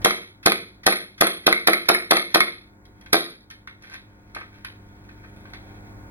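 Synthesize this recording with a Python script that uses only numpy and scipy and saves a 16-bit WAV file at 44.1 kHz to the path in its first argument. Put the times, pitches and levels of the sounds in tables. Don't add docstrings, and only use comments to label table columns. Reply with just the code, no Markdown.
import sys
import numpy as np
from scipy import signal
from scipy.fft import rfft, irfft
from scipy.io import wavfile
from scipy.ndimage import uniform_filter1d, minimum_filter1d

SR = 44100
rng = np.random.default_rng(int(sys.argv[2]) if len(sys.argv) > 2 else 0)


def to_wav(sig):
    pcm = np.clip(np.atleast_2d(sig), -1, 1) * 32767
    pcm = np.round(pcm).astype(np.int16)
    wavfile.write(sys.argv[1], SR, pcm.T)


N = 269010
TIME = np.arange(N) / SR
ANTIPHASE = np.array([[1], [-1]])


def from_db(db):
    return 10 ** (np.asarray(db) / 20)


def rms_one(x):
    return x / np.sqrt(np.mean(x ** 2) + 1e-20)


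def flutter(span, size=N):
    return rms_one(uniform_filter1d(rng.standard_normal(size), span))


def at_hz(points, hz):
    points = np.array(points)
    return np.interp(np.log(hz + 1), np.log(points[:, 0] + 1), points[:, 1])


def colour(x, spectrum, tilt_db=0, size=8192):
    hz = np.arange(size // 2 + 1) * SR / size
    octaves = np.log2(np.maximum(hz, 250) / 2000)
    cepstrum = irfft(np.log(from_db(at_hz(spectrum, hz) + tilt_db * octaves)))
    cepstrum[1:size // 2] *= 2
    cepstrum[size // 2 + 1:] = 0
    return signal.fftconvolve(x, irfft(np.exp(rfft(cepstrum))))[:len(x)]


def crossover(x, hz):
    return [signal.sosfilt(signal.butter(3, hz, kind, fs=SR, output="sos"), x)
            for kind in ("low", "high")]


def noise(spectrum):
    return rms_one(colour(rng.standard_normal(N), spectrum))


def add(out, sound, s):
    i = max(round(s * SR), 0)
    out[i:i + len(sound)] += sound[:N - i]


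def strikes(rows):
    out = np.zeros(N)
    for s, db in rows:
        out[round(s * SR)] += from_db(db)
    return out


def ring(x, modes):
    out = 0
    for k, (hz, db, t60) in enumerate(modes):
        r, w = np.exp(-np.log(1000) / (t60 * SR)), 2 * np.pi * hz / SR
        mode = signal.lfilter([0, np.sin(w)], [1, -2 * r * np.cos(w), r * r], x + 1e-18)
        out = out + (-1) ** k * from_db(db) * mode
    return out


def struck(rows, modes, spread_db=1.5):
    offsets_db = spread_db * rng.standard_normal((len(rows), len(modes)))
    out = 0
    for mode, offsets in zip(modes, offsets_db.T):
        blows = strikes([(s, db + offset) for (s, db), offset in zip(rows, offsets)])
        out = out + ring(blows, [mode])
    return out


def bursts(rows, spectrum, lead_s, hold_s, decay_s, rattle_db, rattle_s):
    size, spread_db = 3072, 3.5
    out, t = np.zeros(N), (np.arange(size) - 300) / SR
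    after = np.maximum(t - hold_s, 0)
    fall = np.exp(-after / decay_s) + from_db(rattle_db) * np.exp(-after / rattle_s)
    shape = np.exp(np.minimum(t, 0) / lead_s) * fall
    for s, db, tilt_db in rows:
        impacts = rng.choice([-1, 1], size) * from_db(spread_db * rng.standard_normal(size))
        burst = colour(shape * impacts, spectrum, tilt_db)
        burst *= np.sqrt(np.sum(shape ** 2) / np.sum(burst ** 2))
        add(out, from_db(db) * burst, s + t[0])
    return out


def puffs(rows, size=1024):
    out, t = np.zeros(N), (np.arange(size) - size // 2) / SR
    for s, db, width_s in rows:
        u = t / width_s
        add(out, from_db(db) * u * np.exp((1 - u * u) / 2), s + t[0])
    return out


def swells(rows):
    return sum(from_db(db) * np.exp(-np.minimum(((TIME - s) / half_s) ** 2, 50))
               for s, half_s, db in rows)


# (frequency [Hz], level [dB])
HUM_TONES = [(53.8, -51), (102.3, -46.5), (199.2, -51), (301.5, -51.5), (339.1, -58.5), (398.4, -60.5),
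             (532.9, -63), (721.4, -63), (904.4, -61), (1082, -69.5), (1448, -64), (1626, -72)]
# (frequency [Hz], level [dB])
FAN_MID = [(12, -44), (20, -7.5), (101, -4), (158, -10.5), (262, -10), (293, -15), (367, -16), (923, -23),
           (1330, -27.5), (1480, -30), (2260, -29.5), (2820, -53.5), (7950, -51), (11800, -75),
           (16000, -38)]
FAN_SIDE = [(12, -37), (20, -6), (101, -2.5), (262, -6), (301, -5), (499, -11), (718, -6), (780, -15),
            (897, -3.5), (1220, -14), (1480, -0.5), (1610, -9.5), (2320, -13), (2910, -25.5), (16000, -23)]
def room_tone():
    mid, side = from_db(-45.5) * noise(FAN_MID), from_db(-50) * noise(FAN_SIDE)
    for hz, db in HUM_TONES:
        waver_hz = 1.5 * np.interp(TIME, np.linspace(0, TIME[-1], 60), rng.standard_normal(60))
        phase = 2 * np.pi * np.cumsum(hz + waver_hz) / SR
        mid = mid + from_db(db) * np.sqrt(2) * np.sin(phase)
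    return from_db(1.8) * (mid + side * ANTIPHASE)


# (time [s], trigger [dB], hammer [dB], valve crack [dB], gas push [dB], closing tick [dB], clack [dB])
SHOTS = [(0.0476, -45, 0, -7, -25, -23.5, -16), (0.4604, -31.5, -0.5, -8.5, -19.5, -14, -13.5),
         (0.8651, -31, 1, -3.5, -24, -13.5, -15), (1.2103, -30.5, -1, -5.5, -24.5, -11, -16),
         (1.4671, -34.5, -4, -29.5, -41.5, -12.5, -8), (1.6731, -44.5, -2.5, -26.5, -38.5, -13, -12),
         (1.8882, -27, 1.5, -25, -43, -12.5, -14.5), (2.1093, -41, -1, -23, -37, -14.5, -14),
         (2.3457, -30.5, -1.5, -26.5, -32, -11, -7.5), (3.1306, -48, 1.5, -45.5, -24, None, None)]
# (frequency [Hz], level [dB])
CLICK_COLOUR = [(100, -33.5), (700, -27.5), (1100, -5.5), (1600, 3), (2300, 5), (3100, 1), (3700, -7),
                (4700, -8), (5600, -8), (7500, -25), (11000, -12), (16000, -33.5)]
TRIGGER_LEAD_S = 0.031
def trigger():
    pulls = [(s - TRIGGER_LEAD_S, db, 1.5) for s, db, *_ in SHOTS]
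    return bursts(pulls, CLICK_COLOUR,
                  lead_s=0.001, hold_s=0.0037, decay_s=0.009, rattle_db=-4, rattle_s=0.026)


def shot_timing(pause_s=0.43):
    times = np.array([shot[0] for shot in SHOTS])
    quickness = np.clip(1 - np.diff(times, prepend=-np.inf) / pause_s, 0, 1)
    return times, np.linspace(0, 1, len(times)), quickness


# (frequency [Hz], level [dB])
HAMMER_COLOUR = [(40, -32.5), (200, -22), (400, -2), (600, -1.5), (1050, -8), (1450, 0), (1850, 0.5),
                 (2300, 2), (3700, -4.5), (5500, -9), (7700, -33), (9000, -16), (10600, -6.5), (13000, -14),
                 (16000, -44)]
# (frequency [Hz], level [dB], t60 [s])
FRAME_MODES = [(198.6, -7, .02), (372.5, 3, 0.022)]
STEEL_MODES = [(1240, 0.5, 0.088), (1400, -6.5, 0.11), (1590, -6.5, 0.039), (2000, -4, .22),
               (2230, -7.5, 0.28), (2340, -3.5, 0.16), (3297, -17.5, 0.18), (3640, -15.5, .13),
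               (4100, -15.5, 0.09), (4600, -6.5, .15), (10000, -0.5, .12), (10350, 4, .16),
               (10950, 0.5, .12)]
def hammer():
    times, progress, quickness = shot_timing()
    tilts_db = 2.19 - 0.5 * quickness - 0.55 * progress
    falls = [(s, db - 4, tilt) for (s, _, db, *_), tilt in zip(SHOTS, tilts_db)]
    blow = bursts(falls, HAMMER_COLOUR,
                  lead_s=0.0013, hold_s=0.0027, decay_s=0.004, rattle_db=-16, rattle_s=0.008)
    knock = ring(strikes(zip(times, -11.5 - 11.5 * quickness)), FRAME_MODES)
    return blow + knock + struck([(s, -57.5) for s in times], STEEL_MODES)


def gas_push(delay_s=0.00033, width_s=0.0012):
    return puffs([(s + delay_s, db, width_s) for s, *_, db, _, _ in SHOTS])


# (frequency [Hz], level [dB])
EDGE_COLOUR = [(60, -38), (300, -18), (900, -3), (1500, 2), (2000, 7.5), (3000, -5), (5200, 11), (8000, 3),
               (11000, -1), (16000, -13)]
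def harsh_edge(delay_s=0.0004):
    times, _, quickness = shot_timing()
    edges = [(s + delay_s, db, 0) for s, db in zip(times, -6 - 35.5 * quickness)]
    return bursts(edges, EDGE_COLOUR,
                  lead_s=0.00015, hold_s=0.001, decay_s=0.0009, rattle_db=-25, rattle_s=0.004)


def valve_crack(delay_s=0.003, width_s=0.00004):
    return puffs([(s + delay_s, db, width_s) for s, _, _, db, *_ in SHOTS])


# (frequency [Hz], level [dB])
POP_COLOUR = [(50, -22), (100, -20), (160, -8.5), (240, -4.5), (330, 5), (480, -0.5), (570, 1.5),
              (700, 7.5), (860, 0), (1000, -1), (1220, 9), (1550, 7.5), (4000, 0)]
HISS_COLOUR = [(60, -36), (200, -14), (1300, 2), (4000, 1), (8000, -8.5), (16000, -20.5)]
def muzzle(delay_s=0.0115, chill_lag_s=0.0013, width_s=0.00012):
    times, progress, quickness = shot_timing()
    pop_times = times + delay_s + chill_lag_s * progress ** 5
    pop = -colour(swells([(s, width_s * np.sqrt(2), 4) for s in pop_times]), POP_COLOUR)
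    hisses = [(s, db, 0) for s, db in zip(pop_times, -12 - 17.5 * quickness)]
    return pop + bursts(hisses, HISS_COLOUR,
                        lead_s=0.0003, hold_s=0.0008, decay_s=0.0016, rattle_db=-23.5, rattle_s=0.0044)


# (frequency [Hz], level [dB])
SLIDE_COLOUR = [(60, -35.5), (200, -30), (400, -7), (900, -8), (1500, -3.5), (2200, 0.5), (3600, -6),
                (5200, -7.5), (7500, -28.5), (9000, -10), (10600, 4), (11700, -2), (12800, -16),
                (16000, -33)]
BOUNCE_S, BOUNCE_DB = 0.0048, -5
def slide_back(delay_s=0.0195, chill_lag_s=0.0044, tilt_db=-3.5):
    times, progress, _ = shot_timing()
    stop_times = times + delay_s + chill_lag_s * progress
    touches = ((0, 0), (BOUNCE_S, BOUNCE_DB))
    stops = [(s + late_s, db - 13.5, tilt_db) for s in stop_times for late_s, db in touches]
    ticks = bursts(stops, SLIDE_COLOUR,
                   lead_s=0.00053, hold_s=0.0017, decay_s=0.0009, rattle_db=-15.5, rattle_s=0.006)
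    return ticks + struck([(s, -47.5) for s in stop_times], STEEL_MODES)


# (frequency [Hz], level [dB], t60 [s])
CLACK_MODES = [(370, -21, .025), (1252, -12.5, 0.08), (1770, -13.5, 0.012), (1929, -7, .03),
               (2170, 1, 0.061), (2200, -10, 0.037)]
# (frequency [Hz], level [dB])
CLACK_COLOUR = [(60, -51), (200, -26.5), (800, -21.5), (1200, -6.5), (1700, 1.5), (2300, 7), (3000, -5.5),
                (4300, -6), (6500, -23.5), (16000, -45.5)]
def slide_home(delay_s=0.0597, pickup_s=0.0018, tilt_db=2.5):
    closings = [(s + delay_s, tick, clack) for s, *_, tick, clack in SHOTS if tick is not None]
    touches = ((-pickup_s, -3), (0, 0), (BOUNCE_S, BOUNCE_DB))
    hits = [(s + late_s, tick + db, tilt_db) for s, tick, _ in closings for late_s, db in touches]
    ticks = bursts(hits, SLIDE_COLOUR,
                   lead_s=0.00014, hold_s=0.0007, decay_s=0.0005, rattle_db=-22, rattle_s=0.0041)
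    slams = [(s, clack) for s, _, clack in closings]
    body = bursts([(s, db + 1, 0) for s, db in slams], CLACK_COLOUR,
                  lead_s=0.0006, hold_s=0.00095, decay_s=0.00058, rattle_db=-11, rattle_s=0.0024)
    bounces = [(s + BOUNCE_S * rng.uniform(0.8, 1.2), db - 6) for s, db in slams]
    clacks = from_db(-5.5) * struck(slams + bounces, CLACK_MODES)
    steel = from_db(-28.5) * struck(slams, STEEL_MODES)
    return from_db(-3) * ticks + body + clacks + steel


# (time [s], level [dB], tilt [dB/octave], chatter [s])
CLICKS = [(2.853, -36.5, 5, 0.0022), (3.011, -35, 4, 0.0022), (3.06, -28.5, 0, 0.0034),
          (3.502, -20.5, 2.5, .002), (3.510, -21, 2, 0.0027), (3.674, -14.5, -2, 0.00088),
          (3.823, -31, 3, 0.0016), (3.94, -21.5, 0.5, 0.0025), (3.958, -34, 0, 0.0027),
          (4.348, -18, 1.5, 0.0025), (4.365, -16, -8, 0.0031), (4.41, -24, -7, 0.0065),
          (4.647, -15, 0, 0.0016), (5.090, -35.5, -3, 0.0054), (5.238, -38, -7.5, 0.012),
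          (5.454, -35.5, -7.5, 0.0045), (5.535, -26, -1.5, 0.0015), (5.545, -33.5, -2.5, 0.0028)]
def clicks():
    return sum(bursts([(s, db - 6, tilt_db)], CLICK_COLOUR,
                      lead_s=0.00038, hold_s=chatter_s, decay_s=0.0037, rattle_db=-3, rattle_s=0.0036)
               for s, db, tilt_db, chatter_s in CLICKS)


# (middle [s], half length [s], level [dB])
STROKES = [(2.87, 0.036, -56), (3.05, 0.071, -47), (3.855, 0.03, -33.5), (3.93, 0.032, -28.5),
           (4.27, 0.64, -53.5), (4.39, 0.05, -45), (4.56, 0.058, -47), (5.45, 0.56, -51.5)]
def rubbing(grit):
    return from_db(-1) * swells(STROKES) * grit * noise(CLICK_COLOUR)


# (time [s], level [dB], width [s])
MAGAZINE_KNOCKS = [(4.364, -16.5, 0.00022)]
# (frequency [Hz], level [dB], t60 [s])
MAGAZINE_MODES = [(292, -40, 0.044), (453, -31.5, 0.038)]
# (time [s], frequency [Hz], level [dB], t60 [s])
MAGAZINE_PINGS = [(4.350, 9280, -36.5, 0.071), (4.350, 10000, -36.5, .02), (4.647, 12000, -39, 0.02)]
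def magazine():
    body = ring(strikes([(s, 0) for s, _, _ in MAGAZINE_KNOCKS]), MAGAZINE_MODES)
    pings = sum(ring(strikes([(s, 0)]), [mode]) for s, *mode in MAGAZINE_PINGS)
    return puffs(MAGAZINE_KNOCKS) + body + pings


# (middle [s], half length [s], level [dB])
POUCH_STROKES = [(5.12, .08, -66), (5.4, 0.22, -56), (5.85, 0.18, -66)]
# (frequency [Hz], level [dB])
POUCH_COLOUR = [(800, -22), (2300, 7.5), (3200, 0), (4500, -12), (7000, -15), (10500, -3.5), (16000, -13)]
def pouch(grit, snag_db=8):
    snags = rms_one(from_db(snag_db * flutter(900)))
    return swells(POUCH_STROKES) * snags * grit * noise(POUCH_COLOUR)


# (middle [s], half length [s], level [dB])
SLEEVE_STROKES = [(5.68, 0.24, -54)]
# (frequency [Hz], level [dB])
SLEEVE_COLOUR = [(100, -11), (350, -7), (750, 15.5), (1300, -10.5), (3000, -28), (12000, -39.5)]
def sleeve():
    folds = from_db(-2.5 * flutter(700))
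    return from_db(-1) * swells(SLEEVE_STROKES) * folds * noise(SLEEVE_COLOUR)


# (frequency [Hz], t60 [s])
ROOM_T60 = [(100, 0.44), (300, 0.36), (750, 0.24), (1800, 0.2948), (4000, 0.34), (7500, 0.28), (10500, 0.3),
            (15000, 0.24)]
# (frequency [Hz], level [dB])
ROOM_COLOUR = [(50, -22), (120, -9), (180, -1.5), (300, -3.5), (600, -2.5), (900, -7.5), (1300, -2.5),
               (2200, 0.5), (4000, 1.5), (5500, -5.5), (7500, -10.5), (8600, -3), (9500, 2.5),
               (11500, -3.5), (12800, -6.5), (15000, -7.5)]
def room_response(size=26000, clump_db=3.5):
    t, white = np.arange(size) / SR, rfft(rng.standard_normal(size))
    hz, tail = np.arange(len(white)) * SR / size, 0
    for centre, t60 in ROOM_T60:
        band = at_hz([(other, other == centre) for other, _ in ROOM_T60], hz)
        tail = tail + irfft(white * band, size) * np.exp(-np.log(1000) * t / t60)
    clumps = from_db(clump_db * flutter(110, size))
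    build_up = np.clip((t - 0.003) / 0.0066, 0, 1)
    tail = tail * clumps * build_up
    return colour(tail / np.linalg.norm(tail), ROOM_COLOUR)


# (frequency [Hz], level [dB])
SIDE_COLOUR = [(60, -4.5), (200, -10), (600, 3.5), (1300, -2.5), (2300, 0), (3600, 2), (4800, -6.5),
               (7000, -14.5), (8700, -13), (10300, -4.5), (11500, -10), (12600, -20), (15000, -19)]
def side_response():
    near = rng.standard_normal(400) * np.hanning(400)
    out = from_db(-14.5) * room_response()
    add(out, from_db(-8) * near / np.linalg.norm(near), 0)
    return colour(out, SIDE_COLOUR)


def reflect(x, response):
    low, high = crossover(x, hz=800)
    out = signal.fftconvolve(low, response())[:N]
    edges = [0] + [round((s - TRIGGER_LEAD_S) * SR) for s, *_ in SHOTS[1:]] + [N]
    for start, end in zip(edges, edges[1:]):
        add(out, signal.fftconvolve(high[start:end], response()), start / SR)
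    return out


# (frequency [Hz], level [dB], t60 [s])
ROOM_MODES = [(203, -9, 0.39), (211.2, 1.5, .3), (264.7, 2, 0.1), (306, 6, 0.076), (334.5, 2, 0.24),
              (359, -8.5, 0.39), (444, -1, .15), (461.2, 3.5, 0.23), (506, -0.5, 0.22), (655, -4, 0.14),
              (684, 1, 0.053), (758, 3, 0.11), (783.4, 3.5, 0.14), (1056, -8.5, 0.34), (1292, -1, 0.27),
              (1462, 1, 0.15), (1860, 1, 0.2)]
def room(x):
    mid = from_db(-4.5) * reflect(x, room_response) + from_db(-56) * ring(x, ROOM_MODES)
    return mid, reflect(x, side_response)


# (frequency [Hz], width [Hz])
MIC_NOTCHES = [(2850, 1010), (4980, 140)]
def microphone(mid, side):
    left = colour(mid + side, [(300, -0.1), (700, -0.1), (1400, 0.9), (2500, 1.7), (5000, 2),
                               (7500, 0.5), (10300, -3), (12600, -0.2), (14000, -1)])
    right = colour(mid - side, [(300, 0.68), (700, 1.3), (1400, -0.034), (2500, 2.6), (5000, 1.7),
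                                (7500, -0.53), (10300, 2), (12600, -1), (14000, -2.5)])
    x = np.array([left, right])
    for hz, width_hz in MIC_NOTCHES:
        x = signal.lfilter(*signal.iirnotch(hz, hz / width_hz, fs=SR), x)
    low, high = crossover(x, hz=1270)
    return low + high * ANTIPHASE


def scene():
    pistol_gain = from_db(19.5)
    shot = pistol_gain * (hammer() + gas_push() + harsh_edge() + muzzle() + slide_back())
    crack, closing = pistol_gain * valve_crack(), pistol_gain * slide_home()
    grit = np.abs(flutter(130))
    hands = trigger() + clicks() + rubbing(grit) + magazine() + pouch(grit) + sleeve()
    direct = shot + from_db(2.5) * closing + from_db(-1) * hands
    room_mid, room_side = room(shot + crack + closing + from_db(1.5) * hands)
    return microphone(direct + room_mid, room_side) + crack + room_tone()


def limiter(x, threshold_db, recovery_db_per_s, size=260):
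    power = uniform_filter1d(np.mean(x ** 2, axis=0), size // 2)
    over_db = np.maximum(10 * np.log10(np.maximum(power, 1e-12)) - threshold_db, 0)
    recovery_db = recovery_db_per_s * TIME
    held_db = np.maximum.accumulate(over_db + recovery_db) - recovery_db
    gain_db = uniform_filter1d(minimum_filter1d(-held_db, 2 * size), size // 2)
    return x * from_db(gain_db)


def record(dry):
    ducked = limiter(dry, threshold_db=3.5, recovery_db_per_s=4.5)
    limited = limiter(ducked, threshold_db=-6.5, recovery_db_per_s=34)
    rounded = limited / (1 + limited ** 4) ** (1 / 4)
    return signal.sosfilt(signal.ellip(10, 0.1, 80, 16200, fs=SR, output="sos"), rounded)


dry = scene()
out = record(dry)
to_wav(out)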